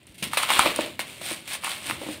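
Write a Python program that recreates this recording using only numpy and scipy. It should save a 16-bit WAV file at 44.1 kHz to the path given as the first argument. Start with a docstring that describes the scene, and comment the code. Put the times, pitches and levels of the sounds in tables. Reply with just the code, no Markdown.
"""In a small room, close up over a basin, a hand crushes a lump of dry sandy cement.
The lump gives way in bursts of tiny breaking grains, and its cracks ring in the hollow of the hand.
Sand and crumbs trickle onto the powder below, and lumps and hands thud against the basin or a larger
block. Skin rubs grit off the cement in several strokes, over the dull noise of the moving hands."""
import sys
import numpy as np
from scipy import signal
from scipy.io import wavfile

SR = 44100
rng = np.random.default_rng(int(sys.argv[2]) if len(sys.argv) > 2 else 0)


def log_audio(samples):
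    """Write samples as a 16-bit WAV file to the path given in sys.argv[1]."""
    # one column per channel
    frames = np.atleast_2d(samples).T
    # limit to full scale, then quantise
    limited = np.clip(frames, -1, 1)
    pcm = np.round(limited * 32767).astype(np.int16)
    wavfile.write(sys.argv[1], SR, pcm)


N = 97020
T = np.arange(N) / SR

# tone of fine grit: pitch_hz, level_db
FINE_GRIT = [(100, -44), (400, -17.5), (650, -6), (1000, -17.5), (1550, -10), (2300, 0.5), (3600, -2),
             (5000, -9.5), (6600, -12), (8200, -6.5), (9300, -2), (10600, -13), (12200, -13.5),
             (14000, -13.5), (16000, -19)]
# tone of coarse grit: pitch_hz, level_db
COARSE_GRIT = [(100, -35), (350, -22.5), (620, -4.5), (1150, 0), (1600, -3.5), (2200, 0), (3500, 0.5),
               (4500, -7), (6200, -24.5), (9200, -15), (11500, -23.5), (16000, -22)]


def amp(db):
    """Turns decibels into a gain to multiply by."""
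    return 10 ** (np.asarray(db) / 20)


def unit(x):
    """Scales a sound to an average (rms) level of 1."""
    return x / np.sqrt(np.mean(x ** 2) + 1e-20)


def at_pitch(points, hz):
    """Looks up a table between its rows, on a logarithmic pitch scale."""
    pitches, values = np.transpose(points)
    return np.interp(np.log(hz + 1), np.log(pitches), values)


def gain_curve(points):
    """Joins points of time and decibels into one gain for each sample."""
    return amp(np.interp(T, *np.transpose(points)))


def add(mix, start_s, sound):
    """Mixes a sound in at its start time."""
    part = mix[max(round(start_s * SR), 0):][:len(sound)]
    part += sound[:len(part)]


def colour(x, tone, size=2048):
    """Filters a sound to the given tone without smearing it earlier in time."""
    log_gain = np.log(amp(at_pitch(tone, abs(np.fft.fftfreq(size, 1 / SR)))))
    taps = np.fft.ifft(np.exp(np.conj(signal.hilbert(log_gain)))).real
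    return signal.fftconvolve(x, taps / np.linalg.norm(taps))[:len(x)]


def low_cut(x, hz, order=3):
    """Turns down the bass below hz."""
    return signal.sosfilt(signal.butter(order, hz, "high", fs=SR, output="sos"), x)


def grains(tone, per_s, spread_db, grain_s, kinds=24):
    """A steady shower of tiny breaks, each a very short burst of noise of random strength."""
    strength = amp(spread_db * np.minimum(rng.exponential(1, N), 4))
    hits = strength * (rng.random(N) < per_s / SR)
    kind = rng.integers(0, kinds, N)
    shapes = rng.standard_normal((kinds, 128)) * np.exp(-T[:128] / grain_s)
    shower = sum(np.convolve(hits * (kind == k), unit(shapes[k]))[:N] for k in range(kinds))
    return unit(colour(shower, tone))


def ring(notes, rise_s):
    """Notes ring together after a blow, each dying away by 60 dB in its fade_s."""
    t = T[:SR // 8]
    out = sum(amp(db - 60 * t / fade_s) * np.sin(2 * np.pi * hz * t) for hz, db, fade_s in notes)
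    out *= 1 - np.exp(-(t / rise_s) ** 2)
    return out / abs(out).max()


def snap(tone, decay_s, splinters):
    """One sharp break: a click with a brief spray of splinters."""
    t = T[:SR // 32]
    click = t == 0
    spray = splinters * rng.standard_normal(len(t)) * np.exp(-t / decay_s)
    out = colour(click + spray, tone)
    return out / abs(out).max()


def room_echo(x, size=256):
    """The basin and the room give a short blurred echo whose treble dies first."""
    # time the echo takes to fade by 60 dB: pitch_hz, fade_s
    fade_times = [(100, 0.46), (600, 0.3), (3000, 0.23), (8000, 0.15), (16000, 0.078)]
    hz, t, noise = signal.stft(rng.standard_normal(SR // 3), SR, nperseg=size)
    fade = amp(-60 * t / at_pitch(fade_times, hz)[:, None])
    tail = signal.istft(noise * fade, SR, nperseg=size)[1]
    tail *= np.minimum(T[:len(tail)] / 0.0028, 1)  # quick fade-in
    return signal.fftconvolve(x, tail / np.linalg.norm(tail))[:N]


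def moving_hands():
    """The hands make a soft, dull noise as they move."""
    # loudness of the movement: time_s, level_db
    loudness = [(0, -59.5), (.1, -55.5), (.19, -56), (.26, -44.5), (.34, -50), (.6, -48), (.8, -51),
                (.97, -49.5), (1.2, -52), (1.3, -50), (1.42, -53.5), (1.8, -53), (1.93, -43), (2.0, -47.5),
                (2.09, -49.5), (2.2, -47.5)]
    # tone of the hands: pitch_hz, level_db
    tone = [(20, -23), (50, -22), (80, 1), (105, -1), (170, -1), (300, -3), (480, -13), (1000, -31),
            (4000, -41), (16000, -55)]
    return gain_curve(loudness) * unit(colour(rng.standard_normal(N), tone))


def falling_sand():
    """Sand and crumbs trickle into the basin as thousands of tiny hits."""
    # loudness of the trickle: time_s, level_db
    loudness = [(0, -58.5), (.17, -62), (.24, -50), (.3, -51.5), (.5, -37.5), (.62, -29), (.675, -26),
                (.75, -33.5), (.82, -31), (.9, -40), (.98, -51.5), (1.09, -44), (1.2, -49.5), (1.34, -45),
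                (1.44, -52.5), (1.76, -46), (2.13, -41), (2.2, -47)]
    # tone of sand landing: pitch_hz, level_db
    tone = [(100, -22), (300, 1), (480, -5.5), (590, 4.5), (740, -8), (900, -6), (1450, -10.5), (2000, -4),
            (2650, -1.5), (3550, -3), (4500, -12), (6000, -21.5), (9200, -13.5), (11500, -21), (16000, -20)]
    return gain_curve(loudness) * grains(tone, per_s=3000, spread_db=1.5, grain_s=0.00046)


def rubbing(fade_db=-20):
    """Each stroke of skin swells, holds and eases off, scraping grains loose."""
    # strokes over grit: full_pressure_s, rise_s, hold_s, release_s, level_db, coarse_share_db
    strokes = [(.425, .05, 0.013, 0.049, -33.5, 3), (0.499, 0.039, 0.12, 0.095, -29, 3.5),
               (1.073, 0.028, 0.05, 0.11, -44.5, -32), (1.277, 0.09, 0.044, 0.086, -32.5, -7.5),
               (1.52, 0.062, 0.032, 0.032, -31.5, -4.5), (1.648, 0.041, 0.071, 0.15, -34.5, -2.5),
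               (1.871, 0.055, 0.031, 0.098, -35, -2.5), (2.015, .04, 0.066, 0.07, -45.5, -4),
               (2.116, 0.036, 0.023, 0.074, -41, -14)]
    fine, coarse = np.zeros((2, N))
    for full_s, rise_s, hold_s, release_s, level_db, coarse_db in strokes:
        before = np.maximum((full_s - T) / rise_s, 0) ** 1.07
        after = np.maximum((T - full_s - hold_s) / release_s, 0)
        pressure = amp(level_db + fade_db * (before + after))
        fine += pressure
        coarse += pressure * amp(coarse_db)
    fine *= grains(FINE_GRIT, per_s=5000, spread_db=4, grain_s=0.00034)
    coarse *= grains(COARSE_GRIT, per_s=2200, spread_db=3.5, grain_s=0.00054)
    return fine + coarse


def thudding(low_cut_hz=210, deep_below_hz=400):
    """Lumps and hands hit the basin or block with hollow thuds that carry little bass."""
    # blows: start_s, level_db, size (1 is usual, larger sounds lower), deep_boost_db
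    blows = [(.095, -44, 4.3, 28), (.2245, -24.5, 1.8, 14.5), (.266, -33, 1.48, 12),
             (.3725, -26, 0.98, -15), (.5025, -20.5, .9, -8), (.594, -25, 1.08, 6),
             (.6600, -8, 0.988, -0.5), (.7897, -8, 0.99, 0), (.803, -28, 0.92, 8), (.993, -22.5, 0.96, -1),
             (1.214, -27, 0.93, -2.5), (1.3124, -20.5, 0.998, 5.5), (1.898, -25.5, 1.04, 9),
             (2.0158, -22.5, 1.1, 0), (2.032, -26.5, 0.91, 5), (2.0655, -24, 1.02, 7.5),
             (2.088, -19, 1.09, 11), (2.102, -35, 0.9, 6)]
    # notes in a thud of size 1: pitch_hz, level_db, fade_s
    thud_notes = [(246, -20, 0.069), (335.6, -6, 0.084), (517, -4, 0.031), (587, 0.5, 0.042),
                  (898, -2.5, 0.024), (1040, -8.5, 0.0097)]
    out = np.zeros(N)
    for start_s, level_db, size, boost_db in blows:
        notes = [(hz / size, db + boost_db * (hz < deep_below_hz), fade_s)
                 for hz, db, fade_s in thud_notes]
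        thud = low_cut(ring(notes, rise_s=0.00036), low_cut_hz / size)
        add(out, start_s, amp(level_db) * thud)
    return out


def crunching(attack_s=0.0013):
    """The lump gives way in sudden bursts that die away in fine and coarse grains."""
    # collapses: start_s, level_db, fade_s (to fall 60 dB), coarse_share_db
    collapses = [(0.071, -51, 0.32, -25), (0.121, -46.5, 0.01, -3), (0.142, -48.5, 0.17, -25),
                 (.18, -46, 0.5, -28), (0.2249, -25.5, 0.18, -5.5), (.313, -42, 0.2, 1),
                 (0.3313, -29, 0.16, -3.5), (0.371, -20, 0.15, 0), (0.43, -24.5, 0.09, -4),
                 (0.503, -25.5, 0.06, -1), (0.592, -23, 0.0748, -7), (0.656, -30, 0.13, 9),
                 (0.76, -33, 0.01, 7), (0.8065, -34.5, 0.04, 8), (0.9943, -27, 0.15, -5),
                 (1.214, -39.5, 0.63, -7), (1.476, -31.5, 0.08, -12), (1.644, -32.5, 0.16, -10),
                 (1.897, -32.5, 0.03, -1)]
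    fine, coarse = np.zeros((2, N))
    for start_s, level_db, fade_s, coarse_db in collapses:
        force = amp(level_db - 60 * T / fade_s) * (1 - np.exp(-T / attack_s))
        add(fine, start_s, force)
        add(coarse, start_s, force * amp(coarse_db))
    fine *= grains(FINE_GRIT, per_s=7000, spread_db=4.0, grain_s=0.00059)
    coarse *= grains(COARSE_GRIT, per_s=4600, spread_db=2.5, grain_s=0.00082)
    return fine + coarse


def cracking():
    """Each crack has a sharp edge and rings the cupped hand; single hard grains snap with a tick."""
    # cracks in the lump: start_s, level_db, pitch_hz, edge_db
    cracks = [(.3340, -14, 1105, -34), (.3722, -11.5, 1113, -11.5), (0.4, -20, 1110, -28),
              (0.4332, -12.5, 1166, -21), (0.4904, -19, 1076, -22), (0.503, -8, 1018, -9),
              (0.5161, -12, 1140, -30), (0.569, -24, 1330, -17), (0.5933, 0.6, 1152, -11),
              (.6603, -21, 1100, -12), (.9930, -22, 920, -12), (1.6366, -23.5, 1150, -23),
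              (1.646, -22, 1080, -18.5), (1.6692, -22.5, 1055, -26), (1.678, -20, 1060, -29),
              (1.898, -19, 1060, -15), (1.9099, -18, 1170, -14.5)]
    # notes of the hollow hand: pitch_ratio (times the crack's pitch), level_db, fade_s
    hand_notes = [(0.891, -4.5, 0.018), (1.069, 2, .013), (2.05, -7.5, 0.01)]
    # tone of a crack's sharp edge: pitch_hz, level_db
    edge_tone = [(100, -41), (700, -5.5), (1500, -6.5), (2400, 7), (3600, -9.5), (5500, -17.5),
                 (9000, -20.5), (16000, -16)]
    # hard grains snapping: start_s, level_db
    ticks = [(.031, -47), (0.069, -37), (0.3327, -23.5), (0.429, -18.5), (0.5922, -5.5), (.5930, -7.5),
             (.761, -14), (0.8082, -21.5), (0.861, -26), (1.6436, -18), (1.897, -19.5)]
    # tone of a snapping grain: pitch_hz, level_db
    tick_tone = [(100, -11.5), (1500, -15), (3000, -10.5), (5500, -16.5), (7800, -11), (9100, 3.5),
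                 (11000, -15), (16000, -24)]
    out = np.zeros(N)
    for start_s, level_db, pitch_hz, edge_db in cracks:
        notes = [(pitch_hz * ratio, db, fade_s) for ratio, db, fade_s in hand_notes]
        knock = low_cut(ring(notes, rise_s=0.00087), hz=454)
        add(out, start_s, amp(level_db) * knock)
        add(out, start_s, amp(edge_db) * snap(edge_tone, decay_s=0.0015, splinters=0.32))
    for start_s, level_db in ticks:
        add(out, start_s, amp(level_db) * snap(tick_tone, decay_s=0.0021, splinters=0.26))
    return out


def scene(echo_db=-11):
    """Mixes sand, hands and cement into one channel; only the cement sounds get an echo."""
    background = falling_sand() + moving_hands()
    cement = crunching() + rubbing() + cracking() + thudding()
    return (background + cement + amp(echo_db) * room_echo(cement))[None]


def record(dry, cutoff_hz=15750):
    """Clips peaks at full scale, then removes the highest treble."""
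    lowpass = signal.firwin(401, cutoff_hz, window=("kaiser", 8), fs=SR)
    return signal.oaconvolve(np.clip(dry, -1, 1), lowpass[None], "same")


dry = scene()
out = record(dry)
log_audio(out)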